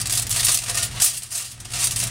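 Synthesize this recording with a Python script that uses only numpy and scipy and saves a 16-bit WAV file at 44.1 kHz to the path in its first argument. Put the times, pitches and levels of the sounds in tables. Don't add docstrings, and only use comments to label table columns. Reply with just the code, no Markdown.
import sys
import numpy as np
from scipy import signal
from scipy.fft import rfft, irfft, next_fast_len
from scipy.io import wavfile
from scipy.ndimage import uniform_filter1d

SR = 44100
rng = np.random.default_rng(int(sys.argv[2]) if len(sys.argv) > 2 else 0)


def unload_audio(sound):
    columns = np.transpose(np.atleast_2d(sound))
    steps = np.round(np.clip(columns, -1, 1) * 32767)
    wavfile.write(sys.argv[1], SR, steps.astype(np.int16))


def rack_gain(trim_db):
    fader = np.asarray(trim_db, float)
    return 10 ** (fader / 20)


N = 92742

# time in seconds, gain in dB.
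CAMERA_GAIN = [(0, 4.5), (.45, 3), (.6, -3), (.75, 2), (1.02, 3), (1.035, -7.5), (1.2, -9), (1.5, -10),
               (1.62, -3), (1.69, -3), (1.77, 1.5), (2.1, 4)]


def unit(x):
    return x / np.sqrt(np.mean(x ** 2) + 1e-20)


def along(points, hz):
    f, v = np.transpose(points)
    return np.interp(np.log(hz + 1), np.log(f + 1), v)


def curve(rows):
    return np.interp(np.arange(N) / SR, *np.transpose(rows))


def filtered(x, response):
    m = next_fast_len(x.shape[-1] + 8192)
    spectrum = rfft(x, m) * response(np.fft.rfftfreq(m, 1 / SR))
    return irfft(spectrum, m)[..., :x.shape[-1]]


def resonance(f, hz, width_hz):
    return 1j * f * width_hz / (hz * hz - f * f + 1j * f * width_hz + 1e-9)


def octaves(hz):
    return np.log2((hz + 900) / 8900)


def tilted(x, tilt_db):
    return filtered(x, lambda hz: rack_gain(tilt_db * octaves(hz)))


def smooth(shape, size):
    return unit(uniform_filter1d(rng.standard_normal(shape), size=size, axis=-1))


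def creases():
    # start in seconds, peak level in dB after the camera gain,
    # rise in ms, t60 in seconds, tilt in dB per octave.
    buckles = [(.0004, -17.5, 0.47, 0.14, -3.5), (0.01, -12, 6.2, .045, 1),
               (0.055, -14, 2.8, 0.091, -2.5), (.070, -14.5, 2, 0.039, 0),
               (0.095, -12, 2.6, 0.069, -1), (0.105, -13, 3.5, 0.089, -0.5),
               (.121, -9, 3.5, 0.085, 1.5), (.135, -13.5, 1.3, 0.11, -3.5),
               (0.15, -12.5, 2.5, 0.17, 1.5), (0.172, -8.5, 2.5, 0.12, -0.5),
               (0.193, -9, 4.3, 0.02, 1.5), (.2184, -17, 1, 0.02, 2), (0.2226, -9, 0.41, 0.053, 1.5),
               (0.2667, -15, 1, 0.057, -2), (0.2941, -17, 1, 0.045, 10), (0.3043, -15, 1, 0.057, 1),
               (0.3071, -10.5, 1.1, 0.052, 1.5), (.311, -9.5, 3, 0.051, 0),
               (0.324, -10.5, 3, 0.034, 1), (.338, -28.5, 9.2, .1, -8), (0.359, -12, 2.4, 0.22, -3.5),
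               (0.386, -12.5, 16.4, 0.12, -2.5), (0.403, -8, 2.8, 0.032, 1),
                 (.429, -13.5, 2.4, 0.13, -4.5), (0.44, -5.5, 11.3, 0.11, 5),
                 (0.465, -9.5, 3.4, 0.079, -2.5), (.483, -6.5, 1.4, 0.087, -5), (.490, -9, 2.5, 0.15, 0),
                 (0.507, -10, 16, 0.16, 0), (.538, -6, 9.4, 0.09, 0.5), (0.572, -8, 2.9, 0.026, -0.5),
                 (0.586, -14, 3.3, 0.047, -2.5), (.598, -23, 2.6, 0.11, 2), (.6166, -23.5, 1.7, 0.12, -5),
                 (0.636, -18, 1.8, 0.074, -4), (.659, -21.5, 3.3, 0.13, -5.5),
                 (0.678, -19.5, 7.3, 0.11, -6.5), (0.689, -12.5, 10.6, 0.082, -3.5),
                 (.744, -17.5, 1.4, 0.23, -5), (0.753, -17, 1.3, 0.043, 6), (.769, -11, 6.4, 0.15, -3),
                 (0.799, -20, 5, 0.16, -5.5), (.820, -9.5, 13, 0.09, -1.1), (0.846, -17, 5.5, 0.054, 3),
                 (0.909, -28, 3.6, 0.29, -5),
               (0.926, -30, 59, 0.12, -10), (0.9994, -14.5, 0.79, 0.4, -3.5),
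                 (1.0141, -12, 1.4, 0.34, 2.5), (1.019, -2, 1.7, 0.12, 2.5), (1.038, -5.5, 9.2, 0.1, 9),
                 (1.058, -9.5, 5.1, 0.11, 0), (1.069, -14, 1.5, 0.21, 1), (1.125, -21, 18, 0.28, -0.5),
                 (1.159, -17, 21, 0.061, 1.5), (1.219, -26, 4, 0.19, -3.5), (1.230, -20.5, 4.6, 0.038, 2),
                 (1.305, -20, 20, 0.43, -1), (1.339, -15.5, 19.6, 0.18, -0.5),
                 (1.373, -14.5, 6.7, 0.095, 3), (1.395, -24, 3, 0.2, -5), (1.436, -26, 16, 0.3, -2.5),
                 (1.498, -26.5, 22, 0.1, -0.5), (1.576, -37.5, 3, 0.036, -7), (1.6, -25, 3, 0.072, -2),
                 (1.6455, -28, 4.9, 0.071, -3), (1.652, -25.5, 2, 0.052, -5), (1.661, -37, 2, 0.042, -9),
               (1.682, -39, 8.7, 0.11, -5), (1.697, -30, 9.6, .1, -5), (1.714, -24.5, 5.8, 0.14, -3.5),
                  (1.733, -17.5, 3.7, 0.22, -5.5), (1.753, -20.5, 3.7, 0.35, -4.5),
                  (1.780, -18, 26, 0.38, -1.5), (1.814, -14, 20, 0.12, -3.5),
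                  (1.839, -5.5, 3.8, 0.099, 1.5), (1.868, -8, 5.5, 0.039, -1),
                  (1.9082, -12.5, 1.6, 0.088, 1), (1.917, -19, 2.7, 0.12, -3), (1.958, -12, 3.9, 0.14, -1),
                  (1.991, -16.5, 1.3, 0.069, 0), (2, -12.5, 2.1, 0.13, -1.5),
                  (2.019, -16.5, 12, 0.15, -4.5), (2.032, -11.5, 7.1, 0.048, 3.5),
                  (2.069, -16, 2.2, 0.069, -1.5)]
    crest_db, spiky_db, ripple_db = -7.5, 1.1, 1.5
    small_db, narrow_db = -13, 0.02
    lead = 64

    folds = buckles
    s, db, rise_ms, t60, tilt = np.transpose(folds)[..., None]
    t = np.arange(6144) / SR
    shape = (len(s), len(t))
    swarm = unit(rng.standard_normal(shape) * rack_gain(spiky_db * smooth(shape, size=10)))
    attack = np.sin(np.pi / 2 * np.clip(1000 * t / np.clip(rise_ms, .3, 90), 0, 1)) ** 2
    decay_db = -60 * np.maximum(t - rise_ms / 1000, 0) / np.clip(t60, .015, .3)
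    swarm = swarm * attack * rack_gain(db + crest_db + decay_db)

    hz = np.fft.rfftfreq(len(t), 1 / SR)
    narrowing = narrow_db * np.clip(small_db - db, 0, 15) * np.log2((hz + 900) / 7000) ** 2
    ripple = ripple_db * smooth((len(s), len(hz)), size=160)
    colour_db = tilt * octaves(hz) - narrowing + ripple
    swarm = irfft(rfft(np.roll(swarm, lead, 1)) * rack_gain(colour_db), len(t))
    at = np.round(s * SR).astype(int) + np.arange(len(t))
    return np.bincount(at.ravel(), swarm.ravel(), N + 8192)[lead:N + lead]


def cracks():
    # start in seconds, peak level in dB after the camera gain.
    snaps = [(0.0141, -17), (0.0599, -13), (0.0719, -12), (0.0965, -8), (0.1282, -2), (0.1416, -11),
             (0.1769, -6), (0.1982, -4), (0.2237, -12), (0.2689, -15), (0.295, -6), (0.3135, -16),
             (0.327, -8), (0.3514, -16), (0.363, -8), (0.397, -3), (0.4079, -6), (0.4339, -14),
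             (0.4494, -8), (0.4694, -6), (0.484, -10), (0.4925, -5), (0.5183, -9), (0.5444, 3),
             (0.5487, -7), (0.5755, -6), (0.5883, -13), (0.6987, -7), (0.7458, -13), (0.7551, -8),
             (0.7749, -3), (0.785, -12), (0.8032, -13), (0.8296, -14), (0.8601, -15), (1.0034, -8),
             (1.0071, -11), (1.0273, -8), (1.0452, 2), (1.0496, -6), (1.0563, -9), (1.0635, -9),
             (1.1383, -20), (1.237, -21), (1.4089, -26), (1.8416, -3), (1.8721, -8), (1.911, -6),
             (1.9662, -14), (1.9913, -7), (2.0015, -5), (2.0379, -12)]
    level_db, tilt_db, t60_s = -7, 3, .003
    s, db = np.transpose(snaps)[..., None]
    k = np.arange(384)
    signs = np.sign(rng.standard_normal((len(s), len(k))))
    click = signs * rack_gain(db + level_db - 60 * k / SR / t60_s)
    at = np.round(s * SR).astype(int) + k
    return tilted(np.bincount(at.ravel(), click.ravel(), N + len(k))[:N], tilt_db)


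def rustle():
    # time in seconds, rustle level in dB after the camera gain.
    pull = [(0, -58), (.26, -47), (.35, -24.5), (.55, -39), (.62, -40), (.8, -30), (.9, -43), (.99, -40.5),
            (1.1, -28), (1.2, -45.5), (1.28, -47), (1.42, -30.5), (1.57, -57), (1.7, -48), (1.8, -25),
            (2.1, -43)]
    ticks_per_s, tick_db, tick_t60_s = 130, 1, 0.08
    chance, size = rng.random((2, N))
    ticks = (chance < ticks_per_s / SR) * rack_gain(tick_db) * size
    life = rack_gain(-60 * np.arange(1024) / SR / tick_t60_s)
    density = 1 + signal.fftconvolve(ticks, life)[:N]
    hiss = unit(density * rng.standard_normal(N))
    return tilted(rack_gain(curve(pull)) * hiss, -1.5)


def foil():
    # frequency in Hz, level in dB per Hz.
    sheet = [(240, -35), (400, -29.5), (705, -21), (860, -28), (1220, -21), (1610, -18), (5000, -6),
             (8700, -4.5), (15600, -8)]
    # frequency in Hz, width in Hz, level in dB.
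    pan_modes = [(719, 120, -3.5), (957, 26, 5.5), (1178, 110, 0), (1856, 37, 3.5), (2704, 210, -4)]

    def colour(hz):
        ringing = sum(rack_gain(db) * resonance(hz, centre, width) for centre, width, db in pan_modes)
        return rack_gain(along(sheet, hz)) * (1 + ringing)

    scale = np.std(filtered(rng.standard_normal(N), colour))
    crackle = creases() + cracks() + rustle()
    return filtered(crackle / rack_gain(curve(CAMERA_GAIN)), colour) / scale


def bumps():
    # start in seconds, level in dB after the camera gain, pitch in Hz, t60 in seconds.
    knocks = [(.19, -35, 694, 0.084), (.485, -24.5, 1020, 0.042), (0.493, -25, 1243, 0.048),
              (0.695, -27, 514, 0.041), (.69, -30, 707, 0.086), (.75, -33, 670, 0.062),
              (.745, -37.5, 1185, .15), (.805, -40, 600, 0.076), (.82, -35, 1853, 0.13),
              (.938, -42.5, 956, 0.26), (.997, -40, 1210, .035), (1.016, -27, 740, 0.05),
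              (1.043, -33, 683, 0.044), (0.789, -34, 1420, 0.16), (1.037, -22, 1210, 0.03),
              (1.75, -30.5, 740, 0.043)]
    out, t = np.zeros(N + SR), np.arange(SR // 4) / SR
    for s, db, hz, t60 in knocks:
        soft_onset = 1 - np.exp(-t / .005)
        out[round(s * SR):][:len(t)] += rack_gain(db - 60 * t / t60) * soft_onset * np.sin(2 * np.pi * hz * t)
    return 1.36 * out[:N] / rack_gain(curve(CAMERA_GAIN))


def room(x):
    # frequency in Hz, t60 in seconds.
    decay = [(300, 0.39), (3000, 0.22), (14000, 0.056)]
    step = SR // 10
    parts = np.pad(x, (200, step - (N + 200) % step)).reshape(-1, step)
    hz, t, z = signal.stft(rng.standard_normal((len(parts), 4 * step)), SR, nperseg=256)
    tails = signal.istft(z * rack_gain(-60 * t / along(decay, hz)[:, None]), SR, nperseg=256)[1]
    tails = tails / np.linalg.norm(tails, axis=1, keepdims=True)
    wet = signal.fftconvolve(parts, tails, axes=1)
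    at = step * np.arange(len(parts))[:, None] + np.arange(wet.shape[1])
    return np.bincount(at.ravel(), wet.ravel())[:N]


def kitchen():
    # frequency in Hz, level in dB per Hz.
    air_colour = [(15, -37), (25, 10), (126, 1.5), (553, -17), (947, -15.5), (1050, -17.5), (1860, -13.5),
                  (8840, -22), (15600, -98)]
    flutter_hz, flutter_width_hz, flutter_db = 106, 14, -48
    line_hz, line_db, overtone_db = 120, -41, -22
    blade_hz, blade_db = 102.9, -46
    thrum_hz, thrum_db = 43.5, -50
    in_step_s, air_db = .032, -40

    flutter = unit(filtered(rng.standard_normal(N),
                            lambda f: resonance(f, flutter_hz, flutter_width_hz) ** 2))
    turn = 2 * np.pi * (np.arange(N) / SR - in_step_s)
    overtones = np.sin(2 * line_hz * turn) + np.sin(3 * line_hz * turn) / 2
    line = np.sin(line_hz * turn) + rack_gain(overtone_db) * overtones
    blade = rack_gain(blade_db) * np.sin(blade_hz * turn)
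    thrum = rack_gain(thrum_db) * np.sin(thrum_hz * turn)
    tones = rack_gain(line_db) * line + blade + thrum
    air = unit(filtered(rng.standard_normal(N), lambda hz: rack_gain(along(air_colour, hz))))
    return rack_gain(flutter_db) * flutter + np.sqrt(2) * tones + rack_gain(air_db) * air


def scene():
    room_db = -9
    near = foil() + bumps()
    return (near + rack_gain(room_db) * room(near) + kitchen())[None]


def microphone(hz):
    rumble_cut_hz, shelf_hz, shelf_db = 29, 11160, -7.5
    port_hz, port_width_hz, port_db = 8930, 1600, -4
    low_cut = hz ** 4 / (hz ** 4 + rumble_cut_hz ** 4)
    port = 1 + rack_gain(port_db) * resonance(hz, port_hz, port_width_hz)
    top = rack_gain(shelf_db / (1 + (shelf_hz / (hz + 1)) ** 24))
    return low_cut * port * top


def low_pass(x):
    return signal.sosfilt(signal.butter(12, 15710, fs=SR, output="sos"), x)


def record(dry):
    ceiling, top_hz = .62, 15800
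    x = filtered(dry, microphone) * rack_gain(curve(CAMERA_GAIN))
    x = x / (1 + np.abs(x / ceiling) ** 4) ** .25
    x = filtered(x, lambda hz: hz < top_hz)
    return low_pass(x)


dry = scene()
out = record(dry)
unload_audio(out)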